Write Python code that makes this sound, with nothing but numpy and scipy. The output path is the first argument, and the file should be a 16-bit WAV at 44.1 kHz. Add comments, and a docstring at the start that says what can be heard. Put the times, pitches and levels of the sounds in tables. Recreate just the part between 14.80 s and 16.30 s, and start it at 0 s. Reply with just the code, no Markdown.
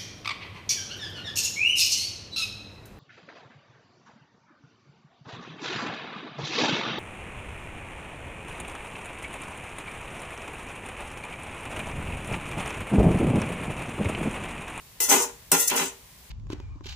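"""A soft hiss of gas flame and frying greens runs throughout: shaped noise with dense, tiny high-passed clicks.
Over it a steel spatula is drawn twice through the greens in a thin round pan, in a small hard-walled kitchen.
Each stroke opens with a knock, a burst of decaying modes; the edge then chatters over the metal, and its
stick-slip clicks ring pan and blade. Low thumps sound as the pan rocks on its gas ring.
Two microphone ports colour left and right differently."""
import sys
import numpy as np
from scipy import signal
from scipy.fft import rfft, irfft
from scipy.io import wavfile

SR = 44100
rng = np.random.default_rng(int(sys.argv[2]) if len(sys.argv) > 2 else 0)


def transcribe(u):
    """Save the signal u as a 16-bit wav file named by the first command-line argument.

    u: samples, shape (n,) or (channels, n), limited to [-1, 1]; the rate is SR.
    q: integer samples, one column per channel.
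    """
    v = np.clip(np.atleast_2d(u).T, -1, 1)
    q = np.round(v * 32767).astype(np.int16)
    wavfile.write(sys.argv[1], SR, q)


def amplitude_ratio(level_db):
    """Convert a level in decibels to the matching linear amplitude (field) ratio."""
    exponent = np.asarray(level_db, float) / 20
    return 10 ** exponent


N = 66150

PORT_SPLIT_HZ = 473  # the ports hear much the same well below this and differ above it
RING_T = np.arange(int(0.5 * SR)) / SR  # time axis of every impulse response, s

# free modes of spatula and pan below 5 kHz: f/Hz, relative level/dB, t60/s
CLANG_LOW = [(392, -3, .2), (470, -3, .25), (580, -10, .15), (883, -4, .27), (1022, -5, .15),
             (1405, -2, .3), (1880, -8, .27), (2025, 0, .55), (2600, -3, .2), (2708, -1, .5),
             (2900, -5, .35), (3235, -5, .15), (3478, -6, .45), (3860, -8, .2), (4296, -2, .25)]


def rms_one(x):
    """Normalisation: scales the mean power to one."""
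    return x / np.sqrt(np.mean(x ** 2) + 1e-20)


def at_hz(points, hz):
    """Logarithmic frequency axis: interpolates a table evenly per octave."""
    f, value = np.array(points)[:, :2].T
    return np.interp(np.log(np.maximum(hz, 1)), np.log(f), value)


def shaped(x, gain):
    """Linear filtering: multiplies the spectrum by a zero-phase gain(frequency)."""
    hz = np.fft.rfftfreq(x.shape[-1], 1 / SR)
    return irfft(rfft(x) * gain(hz), x.shape[-1])


def sided(balance):
    """Interchannel level difference: half the balance goes to each side, with opposite sign."""
    return lambda hz: amplitude_ratio(at_hz(balance, hz) * np.array([[0.5], [-0.5]]))


def grains(per_s, spread_db):
    """Shot noise: random clicks of either sign and uneven size, at unit rms."""
    sizes = amplitude_ratio(spread_db * np.minimum(rng.exponential(1, N), 4))
    signs = rng.choice([-1, 1], N)
    return rms_one(sizes * signs * (rng.random(N) < per_s / SR))


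def port_pair(size):
    """Spatial coherence: two noises alike in the bass and unrelated above."""
    mid, side = rng.standard_normal((2, size))
    high = signal.butter(6, PORT_SPLIT_HZ, "high", fs=SR, output="sos")
    return mid + signal.sosfilt(high, side) * [[1], [-1]]


def hiss():
    """Broadband turbulence noise of the flame, with the shot noise of frying water's tiny spits."""
    # spectral density of flame and frying: f/Hz, relative level per Hz/dB
    hiss_spectrum = [(12, -33), (20, -4), (49, -7.5), (86, -12.5), (228, -22.5), (328, -30), (377, -26.5),
                     (759, -28), (1090, -26), (1290, -31), (1860, -26.5), (14700, -32), (16000, -29)]
    # correlation of left with right: f/Hz, coefficient
    likeness = [(60, 1), (150, 1), (380, 0.77), (950, 0.46), (2380, 0.13), (5980, -0.051), (15000, 0.03)]
    # port balance for the hiss: f/Hz, left minus right level/dB
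    hiss_balance = [(60, 4), (110, -5), (200, 2), (380, -0.5), (700, 0.5), (1290, 2.5), (2380, -0.5),
                    (4400, 4.5), (8120, -3.5), (15000, 4)]
    noise_db = -49.5  # noise rms before the spits and the port balance
    spits_per_s, spit_db, spit_cut_hz = 3100, -7, 9000  # spit level before its high-pass, re noise

    def alike(f):
        return np.clip(at_hz(likeness, f), -1, 1)

    mid, side = rng.standard_normal((2, N))
    common = shaped(mid, lambda f: np.sqrt(1 + alike(f)))
    opposed = shaped(side, lambda f: np.sqrt(1 - alike(f))) * [[1], [-1]]
    noise = rms_one(shaped(common + opposed, lambda f: amplitude_ratio(at_hz(hiss_spectrum, f))))
    high = signal.butter(2, spit_cut_hz, "high", fs=SR, output="sos")
    # spit sizes are more uneven on the left
    spits = signal.sosfilt(high, [grains(spits_per_s, 6.7), grains(spits_per_s, 4.5)])
    return amplitude_ratio(noise_db) * shaped(noise + amplitude_ratio(spit_db) * spits, sided(hiss_balance))


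def clear_ring(modes, spread_db):
    """Modal superposition: damped sines form a stereo impulse response of unit energy."""
    hz, db, t60 = np.transpose(modes)[:, :, None]
    chance = rng.standard_normal((len(modes), 2))
    # the random phase gap between the ports widens with frequency, up to a limit
    phase_gap = chance[:, 1:] * np.minimum(1.5, (hz / PORT_SPLIT_HZ) ** 3 / 6)
    # dividing by sqrt(t60) makes the mode level a measure of energy
    decay = amplitude_ratio(db + spread_db * chance[:, :1] - 60 * RING_T / t60) / np.sqrt(t60)
    angle = 2 * np.pi * hz * RING_T
    ports = [(decay * np.sin(angle + side * phase_gap)).sum(0) for side in (0.5, -0.5)]
    return rms_one(np.array(ports)) / np.sqrt(len(RING_T))


def crowd_ring(low_hz, high_hz, t60):
    """High modal density: overlapping weak modes act as decaying band noise of unit energy."""
    # weaker modes between the clear ones: f/Hz, relative level per Hz/dB
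    crowd_spectrum = [(120, -51), (200, -55), (267, 1), (333, -12.5), (399, -2), (470, -6), (543, -25.5),
                      (595, -5.5), (740, -14.5), (904, -7), (1170, -11.5), (1230, -13), (1740, -15.5),
                      (2790, -13.5), (4560, -21), (6550, -7.5), (15400, -15)]

    def gain(f):
        band = 1 / np.sqrt((1 + (low_hz / (f + 1)) ** 12) * (1 + (f / high_hz) ** 12))
        return amplitude_ratio(at_hz(crowd_spectrum, f)) * band

    crowd = shaped(port_pair(len(RING_T)), gain)
    return rms_one(crowd * amplitude_ratio(-60 * RING_T / t60)) / np.sqrt(len(RING_T))


def knocks():
    """Impact excitation: blade on pan gives a crack and a free ring that build over the contact."""
    # knocks: t/s, ring level below 5 kHz/dB, ring level above/dB, crack level/dB, crack's lowest f/Hz
    # each level is the energy spread over 10 ms, before the contact ramp
    knock_rows = [(0.202, -28, -29.5, -24, 1200), (0.7161, -21.5, -15.5, -16.5, 497),
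                  (0.877, -63, -36, -27, 6200), (0.899, -50, -58, -22, 2200), (0.958, -45, -39, -37, 3500)]
    # free modes above 5 kHz: f/Hz, relative level/dB, t60/s
    clang_high = [(5240, -2, .24), (5880, -4, .14), (6660, -5, .2), (7290, -1, .2), (7927, -1, .07),
                  (8470, 0, .1), (9240, -6, .14), (10440, -5, .08), (10905, -2, .18), (11985, -6, .16),
                  (13200, -6, .12), (14340, -9, .12)]
    spread_db, contact_s, crack_t60_s = 2.0, 0.002, 0.026
    out = np.zeros((2, N + SR))
    ramp = np.minimum(1, RING_T / contact_s)
    for s, low_db, high_db, crack_db, crack_hz in knock_rows:
        ring = amplitude_ratio(low_db) * clear_ring(CLANG_LOW, spread_db)
        ring = ring + amplitude_ratio(high_db) * clear_ring(clang_high, spread_db)
        ring = ring + amplitude_ratio(crack_db) * crowd_ring(crack_hz, 16500, crack_t60_s)
        start = int(s * SR)
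        # SR / 100 samples last 10 ms
        out[:, start:start + len(RING_T)] += np.sqrt(SR / 100) * ring * ramp
    return out[:, :N]


def scrape():
    """Stick-slip excitation: rapid slips of the edge ring the modes as each place on the pan allows."""
    # edge contact, three runs: t/s, level of blade modes below 9 kHz/dB, level of those above/dB
    strokes = [
        [(0.202, -22.5, -27), (0.22, -26.5, -22), (0.236, -22.5, -28.5), (0.278, -37.5, -40), (0.289, -28, -30)],
        [(0.289, -23, -34), (0.297, -16.5, -21.5), (0.335, -20, -23.5), (0.393, -26.5, -36),
         (0.427, -25, -33.5), (0.52, -66.5, -70)],
        [(0.716, -33, -10), (0.718, -24, -23.5), (0.77, -29.5, -32.5), (0.802, -22.5, -24.5), (0.828, -26, -27),
         (0.87, -37, -37), (0.88, -15, -20), (0.89, -35, -42), (0.934, -38.5, -39), (0.95, -44, -41),
         (0.962, -23, -27), (0.976, -26.5, -31.5), (1.08, -37.5, -47.5), (1.104, -49, -61), (1.14, -76, -57)],
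    ]
    # blade bearing down and driving the bowl, three runs: t/s, low-mode level/dB, upper-mode level/dB
    presses = [
        [(0.282, -36.5, -42.5), (0.318, -17, -18.5), (0.398, -29.5, -35.5), (0.426, -39, -42),
         (0.436, -30, -40.5), (0.482, -57, -52), (0.5, -41, -46)],
        [(0.716, -31, -32), (0.724, -23.5, -27.5), (0.746, -25.5, -24.5), (0.79, -43.5, -48)],
        [(0.89, -44, -24.5), (0.904, -44.5, -31), (0.914, -29.5, -27), (0.924, -25.5, -30), (0.94, -27, -33),
         (0.972, -30.5, -29), (1.004, -25.5, -26.5), (1.07, -41.5, -41.5), (1.098, -71, -49.5),
         (1.12, -40, -62)],
    ]
    # light skimming that keeps the free ring going, two runs: t/s, level/dB
    skims = [
        [(0.204, -33), (0.285, -41)],
        [(0.77, -31), (0.804, -36), (0.822, -34.5), (0.866, -53), (0.89, -39)],
    ]
    # low pan modes damped by the contact: f/Hz, relative level/dB, t60/s
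    pan_low = [(276, 1, .2), (392, 0, .25), (470, 1, .38), (600, -7, .1), (812, -5, .1), (886, -3, .22),
               (940, -5, .1), (1020, -4, .14), (1226, -6, .14), (1405, -8, .12)]
    # upper pan modes damped by the contact: f/Hz, relative level/dB, t60/s
    pan_upper = [(2064, 0.5, 0.042), (2420, -2.5, 0.098), (2580, 6.5, 0.027), (2735, -11, 0.028),
                 (2954, -2, 0.11), (3900, -4.5, 0.21)]
    # blade modes below 9 kHz: f/Hz, relative level/dB, t60/s
    blade = [(5240, -8, .12), (6050, -2, .14), (6430, -1, .16), (6660, 1, .25), (6900, -3, .12),
             (7220, -1, .08), (7290, -2, .08), (7830, -3, .06), (8460, -3, .07)]
    # blade modes above 9 kHz: f/Hz, relative level/dB, t60/s
    blade_top = [(9240, -1, .05), (9990, -1, .05), (10905, 0, .09), (11985, -1, .07), (13200, -3, .05),
                 (14500, -3, .04)]
    # one row per layer: crowd's lowest f/Hz, highest f/Hz, crowd re clear modes/dB, crowd t60/s, slips per s
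    groups = [(200, 1500, -1, .09, 1500), (1500, 4600, 5, .07, 2500), (4600, 9000, 3, .06, 5000),
              (9000, 16000, 5, .05, 6000), (300, 4200, -7, .04, 900)]
    slip_spread_db = 3.5
    places, place_s, place_spread_db = 5, 0.045, 3.5  # the moving edge cycles through the places

    # modes, level curves, level column
    layers = [(pan_low, presses, 1), (pan_upper, presses, 2), (blade, strokes, 1),
              (blade_top, strokes, 2), (CLANG_LOW, skims, 1)]
    out, t = np.zeros((2, N)), np.arange(N) / SR
    for (modes, runs, column), (low_hz, high_hz, crowd_db, crowd_t60, per_s) in zip(layers, groups):
        level = np.zeros(N)
        for run in map(np.array, runs):
            level += amplitude_ratio(np.interp(t, run[:, 0], run[:, column], left=-150, right=-150))
        # the divisor offsets the energy that the crowd adds
        slips = level * grains(per_s, slip_spread_db) / np.hypot(1, amplitude_ratio(crowd_db))
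        # random jitter blends each place into the next
        place = (t / place_s + rng.random(N)).astype(int) % places
        for p in range(places):
            ring = clear_ring(modes, place_spread_db)
            ring = ring + amplitude_ratio(crowd_db) * crowd_ring(low_hz, high_hz, crowd_t60)
            out += signal.fftconvolve((slips * (place == p))[None], ring, axes=1)[:, :N]
    return out


def kitchen(x):
    """Diffuse reverberation: convolution with dull, exponentially decaying noise after a short gap."""
    t60_s, level_db, wall_cut_hz, gap_s = 0.36, -15.5, 6600, 0.006  # level re direct sound
    tail = port_pair(len(RING_T)) * amplitude_ratio(-60 * RING_T / t60_s) * (RING_T > gap_s)
    tail = shaped(tail, lambda f: 1 / np.sqrt(1 + (f / wall_cut_hz) ** 2))
    tail = rms_one(tail) / np.sqrt(len(RING_T))
    return amplitude_ratio(level_db) * signal.fftconvolve(x, tail, axes=1)[:, :N]


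def thumps():
    """Damped oscillation: the pan rocks and sounds one soft low mode of pan and ring together."""
    # rocking: t/s, level before rise and decay/dB
    rocks = np.array([(0.308, -45), (0.722, -22.5), (0.907, -35.5), (1.006, -30.5)])
    mode_hz, rise_s, t60_s = 170.2, 0.0086, 0.15
    since = np.maximum(np.arange(N) / SR - rocks[:, :1], 0)
    rise = 1 - np.exp(-since / rise_s)
    decay = amplitude_ratio(rocks[:, 1:] - 60 * since / t60_s)
    return (rise * decay * np.sin(2 * np.pi * mode_hz * since)).sum(0)


def scene():
    """Superposition: metal, direct and reverberant, passes the two ports and joins thumps and hiss."""
    # port balance for the metal: f/Hz, left minus right level/dB
    port_balance = [(60, -6), (83, -8), (110, 16), (160, -2), (220, -2.5), (300, 3.5), (420, -3),
                    (580, 1.5), (810, -0.5), (1120, 5.5), (1540, 1.5), (2140, 2), (2960, 0.0), (4090, 4),
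                    (5660, 8), (7830, 0), (10800, -7.5), (15000, 17.5)]
    pan_floor = signal.butter(4, 205, "high", fs=SR, output="sos")  # Hz
    metal = signal.sosfilt(pan_floor, scrape() + knocks())
    return shaped(metal + kitchen(metal), sided(port_balance)) + thumps() + hiss()


def band_limit(x):
    """A steep low-pass at the top of the band."""
    return signal.sosfilt(signal.butter(12, 16640, fs=SR, output="sos"), x)


def record(dry):
    """Band limiting: the microphone drops the deepest bass and the top is shelved off."""
    mic_floor_hz, top_cut_hz, above_cut_db = 62, 15450, -33

    def response(f):
        shelf = amplitude_ratio(above_cut_db * (f > top_cut_hz))
        return shelf / np.sqrt(1 + (mic_floor_hz / (f + 1)) ** 4)

    return band_limit(shaped(dry, response))


dry = scene()
out = record(dry)
transcribe(out)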